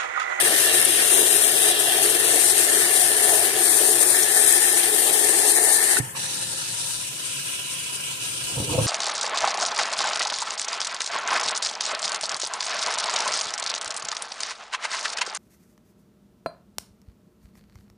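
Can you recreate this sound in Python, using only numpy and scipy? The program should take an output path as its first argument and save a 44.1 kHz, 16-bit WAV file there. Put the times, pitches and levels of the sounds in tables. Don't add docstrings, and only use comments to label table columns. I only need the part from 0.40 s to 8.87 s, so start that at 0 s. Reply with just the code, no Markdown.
import sys
import numpy as np
from scipy import signal
from scipy.io import wavfile
from scipy.ndimage import uniform_filter1d

SR = 44100
rng = np.random.default_rng(int(sys.argv[2]) if len(sys.argv) > 2 else 0)


def int16_out(signal):
    q = np.round(np.clip(np.atleast_2d(signal).T, -1, 1) * 32767)
    wavfile.write(sys.argv[1], SR, q.astype(np.int16))


def rack_gain(trim_db):
    fader = np.asarray(trim_db, float)
    return 10 ** (fader / 20)


N = 373382
HOP, FRAME = 128, 1024
HZ = np.fft.rfftfreq(FRAME, 1 / SR)[:, None]
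FRAMES = N // HOP + 2
TIME = np.arange(FRAMES) * HOP / SR


def evened(x):
    return x / np.sqrt(np.mean(x ** 2) + 1e-20)


def read(points, hz=HZ):
    f, value = np.transpose(points)
    return np.interp(np.log(hz + 1), np.log(f + 1), value)


def peaks(modes):
    power = 0
    for hz, width, db in modes:
        power = power + rack_gain(db) ** 2 / (1 + (2 * (HZ - hz) / width) ** 2) ** 1.7
    return 10 * np.log10(power)


def over_time(points):
    return np.interp(TIME, *np.transpose(points))


def curves(rows):
    s, level_db, *rest = np.transpose(rows)
    return [np.interp(TIME, s, level_db, -120, -120)] + [np.interp(TIME, s, c) for c in rest]


def swelled(level_db, runs, offset_db):
    extra = 0
    for s, length, db in runs:
        shape = np.clip(1 - (2 * (TIME - s) / length - 1) ** 4, 0, 1)
        extra = extra + rack_gain(db + offset_db) ** 2 * shape
    return 10 * np.log10(rack_gain(level_db) ** 2 + extra)


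def drift(size):
    return evened(uniform_filter1d(uniform_filter1d(rng.standard_normal(FRAMES), size), size))


def drops(per_s, spread_db, share):
    size = rack_gain(spread_db * np.minimum(rng.exponential(1, N), 3.3))
    size = size * (rng.random(N) < per_s / SR)
    burst = np.sqrt(signal.lfilter([1], [1, -.94], size ** 2))
    share = np.clip(share, 0, 1)
    return (share * evened(burst) + 1 - share) * rng.standard_normal((2, N))


def voiced(drive, layers, balance, same, lead, patchy_db, flicker_db):
    a, b = signal.stft(evened(drive), nperseg=FRAME, noverlap=FRAME - HOP)[2][:, :, :FRAMES]
    power = 0
    for shape_db, level_db in layers:
        wander_db = flicker_db * drift(size=9)
        power = power + evened(rack_gain(shape_db)) ** 2 * rack_gain(level_db + wander_db)[:a.shape[1]] ** 2
    patches = uniform_filter1d(rng.standard_normal(a.shape), size=14, axis=0)
    patches = evened(uniform_filter1d(patches, size=24, axis=1))
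    c, lean = np.clip(read(same), 0, 1), rack_gain(read(balance))
    right = c * a * np.exp(-1j * read(lead)) + np.sqrt(1 - c ** 2) * b
    z = np.array([lean * a, right]) * 2 / np.sqrt(1 + lean ** 2 + c * lean)
    z = z * np.sqrt(power) * rack_gain(patchy_db * patches)
    return signal.istft(z, nperseg=FRAME, noverlap=FRAME - HOP)[1][:, :N]


def rings(modes, level_db):
    out = np.zeros((2, N))
    for hz, width, db in modes:
        a, b = rng.standard_normal((2, N))
        both = [a, 1.76 * a + 0.56 * b]
        out += rack_gain(db) * evened(signal.lfilter(*signal.iirpeak(hz, hz / width, SR), both))
    return out * rack_gain(np.interp(np.arange(N), np.arange(FRAMES) * HOP, level_db))


def hits(rows, rise_s):
    out, t = np.zeros((2, N)), np.arange(SR // 4) / SR
    for s, db, hz, t60, lean_db in rows:
        ring = np.sin(2 * np.pi * hz * t) + 0.39 * np.sin(2 * np.pi * 1.17 * hz * t)
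        ring *= rack_gain(db - 60 * t / t60) * (1 - np.exp(-t / rise_s))
        part = out[:, round(s * SR):][:, :len(t)]
        ports_db = np.array([[lean_db / 2], [-lean_db / 2]]) - abs(lean_db) / 4
        part += rack_gain(ports_db) * ring[:part.shape[1]]
    return out


# f/Hz, level/dB per Hz
FIZZ = [(2500, -32), (4200, -13.5), (5000, -16), (6800, -10.5), (8000, -6.5), (9000, 1.5), (10000, -3.5),
        (11500, -10.5), (13000, -14), (15000, -12.5)]
# t/s, brightness/dB per octave, hiss centre/share of its usual pitch
FACING = [(0, 7, 0.99), (.6, 1.5, 1.01), (1.2, 3, 0.99), (1.45, 4, 1.01), (1.75, 2.5, 1.03), (1.9, 0, 0.99),
          (2.4, -1, 0.99), (2.65, 1, 1.016), (3.0, 4, 1.005), (3.8, 1, 0.99), (4.3, -3.5, 1.),
          (4.6, 8, .99), (4.9, -5, .98), (5.2, -3, 0.99), (5.6, -6, .97)]


def fizz_colour():
    s, tilt_db, share = np.transpose(FACING)
    hz = HZ / np.interp(TIME, s, share)
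    octaves_up = np.log2(np.maximum(hz, 9500) / 9500)
    return read(FIZZ, hz) + np.interp(TIME, s, tilt_db) * octaves_up


# t/s, force of the fine drops/dB, lean from the tray towards the walls/dB
JETS = [(0, -21.5, -1.5), (.3, -21.5, 1), (.55, -22.5, -2), (.8, -21.5, 3), (1.1, -21.5, 0),
        (1.45, -23, 1.3), (1.95, -20.5, 1), (2.4, -20, 0.3), (2.85, -21.5, -2.5), (3.2, -20.5, 1.5),
        (3.6, -21, 2.5), (3.85, -21, -1.5), (4.15, -18.5, -4), (4.5, -21.5, -0.5), (4.7, -22, 2),
        (4.85, -20, 2), (5.2, -21.5, -1.5), (5.57, -21, -3.5)]
# middle t/s, half length/s, loss/dB
LULLS = [(0.115, .03, 3.5), (0.436, .008, 6), (1.339, .018, 4), (1.372, 0.018, 5), (1.83, .01, 2.5),
         (5.45, 0.024, -1.5), (1.53, 0.064, 1), (1.782, 0.015, 4.5), (2.473, 0.021, 5), (3.153, 0.072, 5.5),
         (3.895, 0.048, 1.5), (4.483, .05, 2), (5.122, 0.016, 1.5)]
# start t/s, length/s, level/dB
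BURSTS = [(0.343, 0.038, -17.5), (0.409, 0.051, -25), (0.648, 0.34, -17), (0.95, 0.034, -17),
          (1.03, 0.064, -20), (1.984, 0.081, -20), (2.226, 0.043, -20), (2.572, 0.11, -20.5),
          (3.223, 0.041, -19), (3.293, 0.029, -19), (3.336, 0.052, -21), (3.452, 0.056, -18),
          (3.487, 0.045, -20), (3.607, 0.03, -14), (3.66, 0.046, -15.5), (3.941, 0.042, -19),
          (4.06, 0.1, -18), (4.254, 0.054, -19), (4.37, 0.037, -21), (4.958, 0.043, -16.5),
          (5.064, 0.062, -15), (5.237, 0.039, -20), (5.32, 0.063, -18)]
# start t/s, length/s, level/dB
PANEL_RUNS = [(0.01, 0.077, -29), (0.715, 0.13, -25), (.92, 0.09, -40), (1.273, 0.054, -32),
              (1.7, 0.23, -30), (1.93, 0.041, -31), (2.354, 0.068, -30.5), (2.724, 0.29, -31),
              (3.38, 0.17, -29.5), (3.58, 0.16, -29), (4.1, 0.092, -31), (4.302, .08, -37),
              (4.66, 0.35, -29.5), (5.028, 0.086, -29.5), (5.17, 0.082, -31.5)]
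# start t/s, length/s, level/dB
PLUNGES = [(0.07, 0.058, -31.5), (0.258, 0.12, -32), (0.73, 0.06, -31), (1.048, 0.045, -33),
           (1.22, 0.11, -30.5), (1.422, 0.22, -29), (1.85, 0.26, -34.5), (2.472, 0.28, -32),
           (2.777, .27, -29), (3.12, .12, -33.5), (3.295, 0.23, -34), (3.935, 0.089, -33), (4.6, 0.3, -35),
           (4.9, 0.21, -34), (5.12, .27, -31.5)]
# start t/s, length/s, level/dB
TRAY_RUNS = [
    (0., 0.47, -32),
    (2.202, 0.24, -41),
    (2.76, 0.11, -34),
    (3.725, .08, -36),
    (4.103, 0.16, -35),
    (4.727, 0.26, -35),
    (5.24, 0.027, -30.5),
    (5.454, 0.075, -34),
]
WALLS_DB, TRAY_DB, PATTER_DB, POOL_DB = -36.5, -35.5, -28, -39.5
USUAL_DB, WALLS_FOLLOW, TRAY_FOLLOW, PATTER_FOLLOW = -23, 0.06, 0.13, 0.19
WALLS_LEAN, TRAY_LEAN = 0.63, -1.08
DROWN_DB_PER_S = 0.93
SHUT_S, SHUT_DB_PER_S, RING_ON_DB, RING_ON_S = 5.588, 1200, -4, 0.025


def spray_levels():
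    s, force_db, aim = np.transpose(JETS)
    force_db, aim = np.interp(TIME, s, force_db), np.interp(TIME, s, aim)
    for middle_s, half_s, loss_db in LULLS:
        force_db = force_db - loss_db * np.exp(-((TIME - middle_s) / half_s) ** 2)
    change = force_db - USUAL_DB
    shut = SHUT_DB_PER_S * np.maximum(TIME - SHUT_S, 0)
    ring_on = np.where(TIME < SHUT_S + RING_ON_S, np.maximum(-shut, RING_ON_DB), -shut)
    walls = WALLS_DB + WALLS_FOLLOW * change + WALLS_LEAN * aim
    tray = TRAY_DB + TRAY_FOLLOW * change + TRAY_LEAN * aim
    return [swelled(force_db + 0.5, BURSTS, -4) - shut,
            swelled(walls, PANEL_RUNS, -5) + ring_on,
            swelled(POOL_DB + 0 * TIME, PLUNGES, -6) + ring_on,
            swelled(tray, TRAY_RUNS, 0) + ring_on,
            PATTER_DB + PATTER_FOLLOW * change - DROWN_DB_PER_S * TIME - shut]


# t/s, level/dB, fade/s
SLAPS = [
    (1.396, -15.5, 0.033),
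    (1.631, -13, 0.012),
    (1.697, -13, 0.018),
    (1.798, -17, 0.013),
    (3.936, -19, .015),
    (4.374, -17, 0.012),
    (4.722, -22, .015),
    (5.239, -15, .02),
]


def slaps():
    t = np.arange(N) / SR
    level = np.zeros(N)
    for s, db, fade_s in SLAPS:
        at = slice(round(s * SR), round((s + .15) * SR))
        level[at] += rack_gain(db) * np.exp(-(t[at] - s) / fade_s)
    treble = signal.butter(1, [8300, 10300], "band", fs=SR, output="sos")
    return signal.sosfilt(treble, level * rng.standard_normal(N)) * rack_gain([[9], [-10]])


# f/Hz, level/dB per Hz
PATTER = [(100, -42), (250, -9), (700, -39), (1100, -9), (1400, -5), (2300, -1), (3000, -2.5), (4200, -4),
          (5500, -5), (7000, -15)]
# f/Hz, width/Hz, level/dB
WALLS = [(363.7, 49, -1), (419.8, 30.5, 3), (321, 26, -15), (566, 150, -9.5), (945, 460, -18.5)]
# f/Hz, width/Hz, level/dB under the drumming
WALL_RINGS = [(352.8, 8, -4.5), (424, 8, -3.5)]
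CAVITY = 660, 21, 179, -3.5
# f/Hz, width/Hz, level/dB under the pool
POOL_RING = [(742, 22, -4.5)]
# f/Hz, width/Hz, level/dB
TRAY = [(1756, 120, 5), (1580, 1600, -15), (1997, 480, -5)]
# t/s, share of the usual pitch
TRAY_PITCH = [(0, 1), (.4, 1.02), (.7, 1.02), (1.5, 0.99), (2.2, 1.016), (3.2, 0.98), (4., 1.008),
              (5.6, 1.016)]
# f/Hz, width/Hz, level/dB
RIBS = [(2775, 160, -1), (3150, 160, -1), (3420, 300, -4.5), (3840, 140, -2.5)]
# t/s, level/dB
RIBS_STRUCK = [(0, -34), (.3, -30.5), (.5, -32.5), (.8, -29.5), (1.05, -38.5), (1.35, -30), (1.8, -33.5),
               (2.2, -40), (2.5, -39), (2.85, -37.5), (3.2, -49), (4.8, -35.5), (5.2, -58), (5.45, -48),
               (5.56, -43), (5.6, -90)]
# f/Hz, left over right/dB
SPRAY_BALANCE = [(60, 5), (92, -9), (140, -15), (210, 4), (330, -4.5), (500, 7.5), (760, -1.5), (1160, 2),
                 (1770, -6.5), (2710, -1.5), (4130, -1.5), (6310, 4.5), (9630, 24.5), (14700, 13)]
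# f/Hz, likeness of the ports/0-1
SPRAY_SAME = [(100, 0.9), (400, 0.95), (860, 0.58), (1300, 0.23), (2200, 0.43), (2800, 0.31), (3500, 0.58),
              (4500, 0.16), (14000, 0.038)]
# f/Hz, lead of the left port/radians
SPRAY_LEAD = [(100, 0.12), (520, 1.06), (860, 0.11), (1200, 1.1), (1550, 0.33), (1900, 1.7), (2250, 3.5),
              (3300, 4.82), (4000, 7.56), (5300, 9.2), (14000, 29)]


def spray():
    fizz, walls, pool, tray, patter = np.array(spray_levels()) + 0.6 * drift(size=5)
    start_hz, rise, width, db = CAVITY
    pitch = over_time(TRAY_PITCH)
    tray_modes = [(hz * pitch, w, d) for hz, w, d in TRAY]
    layers = [(fizz_colour(), fizz), (peaks(WALLS), walls),
              (peaks([(start_hz + rise * TIME, width, db)]), pool),
              (peaks(tray_modes), tray), (read(PATTER), patter),
              (peaks(RIBS), curves(RIBS_STRUCK)[0])]
    wet = voiced(drops(1200, 3.6, 0.24), layers, SPRAY_BALANCE, SPRAY_SAME, SPRAY_LEAD, 0.98, 0.7)
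    return wet + rings(WALL_RINGS, walls) + rings(POOL_RING, pool) + slaps()


# t/s, peak level/dB, f/Hz
SNAPS = [(.4143, -8, 9300), (.4143, -13, 11200), (.4265, -11, 8900), (.445, -13, 10800), (.45, -6, 9100),
         (.45, -9, 10600), (.455, -6, 8900), (.451, -17, 7200), (3.831, -13, 5650), (3.832, -17, 6260),
         (4.125, -3, 7900), (1.0385, -20, 3260), (1.3199, -18, 3410), (2.5651, -21, 3870),
         (3.1557, -28, 3340), (4.5361, -22, 3720), (5.2929, -22, 4480), (.483, -23, 3400),
         (.865, -20, 3300), (4.3, -18, 7200), (1.277, -14, 9000), (1.313, -11, 9550), (1.313, -16, 8300),
         (1.482, -15, 10500), (4.65, -13, 7000)]


def snaps():
    return hits([(s, db, hz, 106 / hz, read(SPRAY_BALANCE, hz)) for s, db, hz in SNAPS], 0.00009)


# t/s, peak level/dB, f/Hz, t60/s
CLACKS = [
    (5.569, -14.5, 1500, 0.029),
    (5.568, -28, 1800, 0.014),
    (5.569, -19, 3880, .01),
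    (5.569, -22, 6000, .01),
    (5.6935, -34, 1770, .036),
    (5.751, -31, 1100, 0.033),
    (5.766, -33, 915, 0.1),
    (6.2, -44, 1300, .07),
    (6.301, -46, 1860, .07),
    (3.745, -20.5, 1795, 0.067),
]


def clacks():
    return hits([(*row, -9.5) for row in CLACKS], 0.00009)


# t/s, peak level/dB, f/Hz, left over right/dB
HOSE_JOLT = [
    (5.585, -24, 277, -9),
    (5.5975, -16.5, 123, -5),
]
# t/s, peak level/dB, f/Hz, left over right/dB
BLOWS = [(8.167, -24, 115, -2), (8.215, -29, 132, -2), (8.135, -36, 140, -2), (8.405, -25, 520, 0),
         (8.44, -29, 530, 0), (8.293, -26, 917, -5), (8.296, -24, 304, -2), (8.335, -19, 490, -2),
         (8.345, -23.5, 660, -4), (8.325, -30, 960, -3), (8.17, -34, 519, -2), (8.378, -12, 529, 10),
         (8.384, -14, 112, -4), (8.19, -26, 127, -2), (8.24, -28, 410, -2), (8.385, -26, 1090, 6),
         (8.411, -19, 112, -6)]


def blows():
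    rows = []
    for s, db, hz, lean_db in list(HOSE_JOLT) + list(BLOWS):
        t60_s = 0.16 * (100 / hz) ** 0.25
        rows.append((s, db, hz, t60_s, lean_db))
    return hits(rows, 0.0035)


# t/s, force/dB, how far it has moved into the sink/0-1
STREAM = [
    (5.745, -58, .5),
    (5.76, -35, 0.75),
    (5.81, -33.5, 0.17),
    (6.5, -32.5, 0.02),
    (6.75, -35.5, 0.43),
    (7.15, -36, 0.95),
    (7.9, -35.5, 0.82),
    (8.3, -34.5, 0.78),
    (8.455, -33, 0.67),
    (8.47, -44, 0.5),
]
NEAR_DB = [-11.5, -3.5, -15]
FAR_DB = [-2, -5, -11.5]
# start t/s, end t/s
DRIBBLE_S = (5.6, 5.75)
DRIBBLE_DB = [-39, -51, -55, -51]
DRIBBLE_SAG_DB_PER_S = [28, 32, 66, 5]


def stream_levels():
    force_db, far = curves(STREAM)
    flow = [force_db] + [force_db + a + (b - a) * far for a, b in zip(NEAR_DB, FAR_DB)]
    start, end = DRIBBLE_S
    dribble = np.array(DRIBBLE_DB)[:, None] - np.outer(DRIBBLE_SAG_DB_PER_S, TIME - start)
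    outside_s = np.maximum(start - TIME, 0) + np.maximum(TIME - end, 0)
    return np.maximum(flow, dribble - SHUT_DB_PER_S * outside_s)


# f/Hz, level/dB per Hz
STREAM_FIZZ = [(4000, -20.5), (5800, -11.5), (7300, -9), (7800, -5), (8900, -2), (9700, -2.5), (10000, -9),
               (11000, -17), (12500, -20), (15000, -21)]
# f/Hz, width/Hz, level/dB
FROTH_LOW = [(2450, 400, -4.5), (2633, 89, 1.5), (2924, 170, 3), (3300, 280, -4)]
# f/Hz, level/dB per Hz
FROTH_HIGH = [(2000, -36), (3400, -7.5), (3780, -1.5), (4570, -5), (4950, -4), (5240, -6), (5770, -3.5),
              (7000, -8), (9100, -22), (15400, -120)]
# f/Hz, width/Hz, level/dB
BASIN = [(540, 24, -9), (713, 58, -2), (1362, 160, 1), (1612, 58, 4.5), (1830, 540, -9.5), (302, 44, -5),
         (434, 450, -6.5)]
# t/s, f/Hz
BASIN_NOTE = [(5.75, 915), (6.5, 945), (6.8, 1010), (7.3, 1010), (8.47, 976)]
# f/Hz, level/dB per Hz
MIST = [(6000, -30), (9500, 2), (11000, 1), (14500, -1)]
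# f/Hz, left over right/dB
STREAM_BALANCE = [(60, -2.0), (99, -3.5), (160, 6), (270, -2), (440, -1), (730, -5.5), (1210, -7),
                  (1990, -4), (3280, -7), (5410, -5.5), (8920, 15.5), (14700, 3.5)]
# f/Hz, likeness of the ports/0-1
STREAM_SAME = [(100, 0.99), (500, 0.51), (1200, 0.56), (1900, 0.12), (4000, 0.083), (14000, 0.041)]
# f/Hz, lead of the left port/radians
STREAM_LEAD = [(100, 4), (520, -1.9), (860, -3), (1200, -2.5), (1550, -4), (4400, -6), (14000, -33)]
MIST_DB, DRAIN_DB, DRAIN_DB_PER_S = -45.5, -39.5, 18
DRAIN_WAITS_DB = 5.5


def stream():
    fizz, low, high, basin = stream_levels() + 1.07 * drift(size=5)
    after = TIME - DRIBBLE_S[0]
    mist = np.where(after > 0, MIST_DB, -120)
    drain = DRAIN_DB - DRAIN_DB_PER_S * after - DRAIN_WAITS_DB * (TIME < DRIBBLE_S[1])
    drain = np.where(after > 0, drain, -120)
    layers = [(read(STREAM_FIZZ), fizz), (peaks(FROTH_LOW), low), (read(FROTH_HIGH), high),
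              (peaks(BASIN), basin), (read(MIST), mist),
              (peaks([(over_time(BASIN_NOTE), 90, 0)]), basin - 3),
              (peaks(list(TRAY) + [(865, 290, 0)]), drain)]
    return voiced(drops(3000, 2.0, .17), layers, STREAM_BALANCE, STREAM_SAME, STREAM_LEAD, 1.3, .9)


# t/s, level/dB
DRAG = [(8.03, -59), (8.15, -44), (8.162, -42), (8.175, -34), (8.207, -33.5), (8.235, -37), (8.275, -39),
        (8.313, -30), (8.347, -29), (8.375, -32), (8.395, -28), (8.43, -32), (8.467, -34)]
# f/Hz, width/Hz, level/dB
DRAG_LOW = [(75, 61, -2), (125, 60, 2), (218, 90, -9), (313, 55, -1.5)]
# f/Hz, width/Hz, level/dB
DRAG_HOLLOW = [(500, 48, 5), (680, 82, -6), (900, 180, -4.5), (1270, 130, -14), (450, 60, -6)]


def drag():
    low = curves(DRAG)[0]
    layers = [(peaks(DRAG_LOW), low), (peaks(DRAG_HOLLOW), low - 4.5)]
    balance, same = [(100, -2.0), (500, -3.0), (1000, -13)], [(100, 0.99), (1000, 0.35)]
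    return voiced(drops(110, 3.0, 0.35), layers, balance, same, [(0, 0)], 0.74, 0.58)


# t/s, peak level/dB, f/Hz, t60/s
NUDGES = [
    (5.59, -30, 45, .2),
    (6.56, -42, 45, .2),
    (7.13, -46, 55, .15),
    (8.04, -40, 50, .2),
    (8.1, -36, 380, 0.11),
    (8.09, -38, 706, 0.11),
]


def nudges():
    return hits([(*row, -2) for row in NUDGES], 0.0086)


# f/Hz, width/Hz, level/dB
HUM = [(121, 16, 6.5), (77, 220, -14), (163, 50, -5), (213, 54, -11)]
# t/s, level/dB
HUM_DB = [
    (0, -55.5),
    (2, -56),
    (5.5, -63),
    (5.65, -48),
    (7.2, -53.5),
    (8.47, -49),
]
# f/Hz, width/Hz, level/dB under the drone
HUM_RINGS = [(117, 3.5, -1), (135, 7, -5), (279, 8, -12), (352, 7, -11), (430, 7, -13), (527, 8, -7),
             (1010, 12, -10)]


def hum():
    level_db = curves(HUM_DB)[0]
    balance, same = [(50, -9), (120, -2.0), (400, 3)], [(50, 0.98), (400, 0.92)]
    noise = rng.standard_normal((2, N))
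    drone = voiced(noise, [(peaks(HUM), level_db)], balance, same, [(0, 0)], 0.35, 0.77)
    return drone + rings(HUM_RINGS, level_db)


def scene():
    water = np.clip(spray(), -0.7, 0.7) + snaps() + stream()
    knocks = clacks() + blows() + nudges()
    return water + knocks + drag() + hum()


# f/Hz, level/dB against its neighbours
DROPOUT = [
    [(1100, -30), (1400, -11), (1750, -16), (2100, -4.5), (3000, -4.5), (5000, -4), (6500, -8), (8000, -16),
     (14000, -11)],
    [(1400, -30), (2000, -6.5), (5000, -4.5), (7000, -5), (9500, -4), (11000, -.5), (12200, -2.5),
     (14000, -4.5)],
]
# t/s, spread/s, f/Hz, spread/Hz, raised threshold/dB
THIN_MID = [(.5, .025, 4350, 180, 18), (.62, .06, 4500, 400, 5), (.74, .018, 4850, 250, 26),
            (.81, .04, 4300, 150, 20), (.88, .05, 4450, 200, 8), (.96, .022, 4500, 250, 28),
            (1.017, .012, 4950, 200, 22), (1.056, .022, 4450, 300, 40), (1.17, .06, 4350, 80, 12),
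            (.43, .02, 4650, 250, 15), (1.27, .018, 4400, 200, 22), (1.88, .05, 5050, 250, 14),
            (3.31, .06, 2850, 300, 26), (3.48, .06, 2250, 150, 17), (3.73, .11, 2900, 220, 16),
            (3.79, .04, 4500, 250, 16), (3.96, .04, 2700, 250, 16), (4.1, .08, 4400, 200, 15),
            (4.27, .05, 4400, 220, 20), (4.13, .07, 2780, 180, 20), (5.25, .3, 3200, 500, 5),
            (5.09, .03, 2300, 150, 20), (5.15, .02, 2750, 150, 24), (5.23, .04, 2350, 100, 18),
            (5.265, .015, 2500, 200, 26), (5.245, .015, 3550, 120, 20), (5.29, .015, 3250, 120, 22),
            (5.34, .025, 2950, 100, 16), (4.82, .02, 2700, 120, 20), (5.69, .07, 4900, 1300, 9),
            (5.685, .02, 3580, 90, 20), (5.71, .02, 3950, 90, 20), (5.73, .018, 5150, 100, 20),
            (5.53, .04, 2250, 120, 15), (5.51, .03, 3300, 120, 14), (1.6, .06, 4800, 200, 9),
            (2.6, .5, 2600, 500, 3), (4.6, .3, 2700, 500, 2), (4.9, .7, 1420, 130, 11),
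            (1.15, .3, 2100, 130, 7)]


def drop_faint_bands(x, joint_hz):
    frame = dict(window="cosine", nperseg=2048, noverlap=1024)
    lead = 1024 - 318
    hz, t, z = signal.stft(np.pad(x, ((0, 0), (lead, 0))), SR, **frame)
    joint = ((hz > joint_hz[0]) & (hz < joint_hz[1]))[:, None]

    def turn(v):
        return np.where(joint, np.array([v[0] + v[1], v[0] - v[1]]) / np.sqrt(2), v)

    z = turn(z)
    edges = np.r_[0:260:6, 260:1024:10]
    widths = np.diff(np.r_[edges, len(hz)])
    band_hz = hz[edges, None]
    band_db = np.add.reduceat(abs(z) ** 2, edges, axis=1) / widths[:, None]
    band_db = 10 * np.log10(band_db + 1e-14)
    around_db = uniform_filter1d(band_db, size=9, axis=1)
    around_db = np.where(joint[edges], around_db.mean(0), around_db)
    loud_db = 10 * np.log10((abs(z) ** 2).mean((0, 1)) + 1e-14)
    under_db = uniform_filter1d(loud_db - around_db[0], size=5, axis=1) - 1.5
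    faint_db = np.clip(2 * under_db, 0, np.where(t < 6.95, 12, 6)) * (band_hz > 10500)
    margin_db = np.array([read(side, band_hz) for side in DROPOUT])
    margin_db = margin_db + faint_db * np.array([1, .1])[:, None, None]
    quiet_db = np.clip(.3 * (loud_db - np.median(loud_db)), -3.5, 0)
    margin_db += joint[edges] * quiet_db
    for s, spread_s, centre_hz, spread_hz, db in THIN_MID:
        off_time, off_hz = (t - lead / SR - s) / spread_s, (band_hz - centre_hz) / spread_hz
        margin_db[0] += db * np.exp(-off_time ** 2 - off_hz ** 2)
    whim_db = 3.5 * evened(rng.standard_normal(band_db.shape))
    whim_db = np.where(band_hz > 12000, whim_db[0], whim_db)
    keep = np.repeat(band_db - around_db + whim_db > margin_db, widths, axis=1)
    keep = keep & (hz < 14250)[:, None]
    return signal.istft(turn(z * keep), SR, **frame)[1][:, lead:lead + N]


def roll_off(x):
    return signal.sosfilt(signal.butter(12, 15310, fs=SR, output="sos"), x)


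def record(dry):
    thin = signal.sosfilt(signal.butter(2, 75, "high", fs=SR, output="sos"), dry)
    mix = drop_faint_bands(np.clip(thin, -1.05, 1.05), (1250, 5400))
    return roll_off(mix)


dry = scene()
out = record(dry)
int16_out(out)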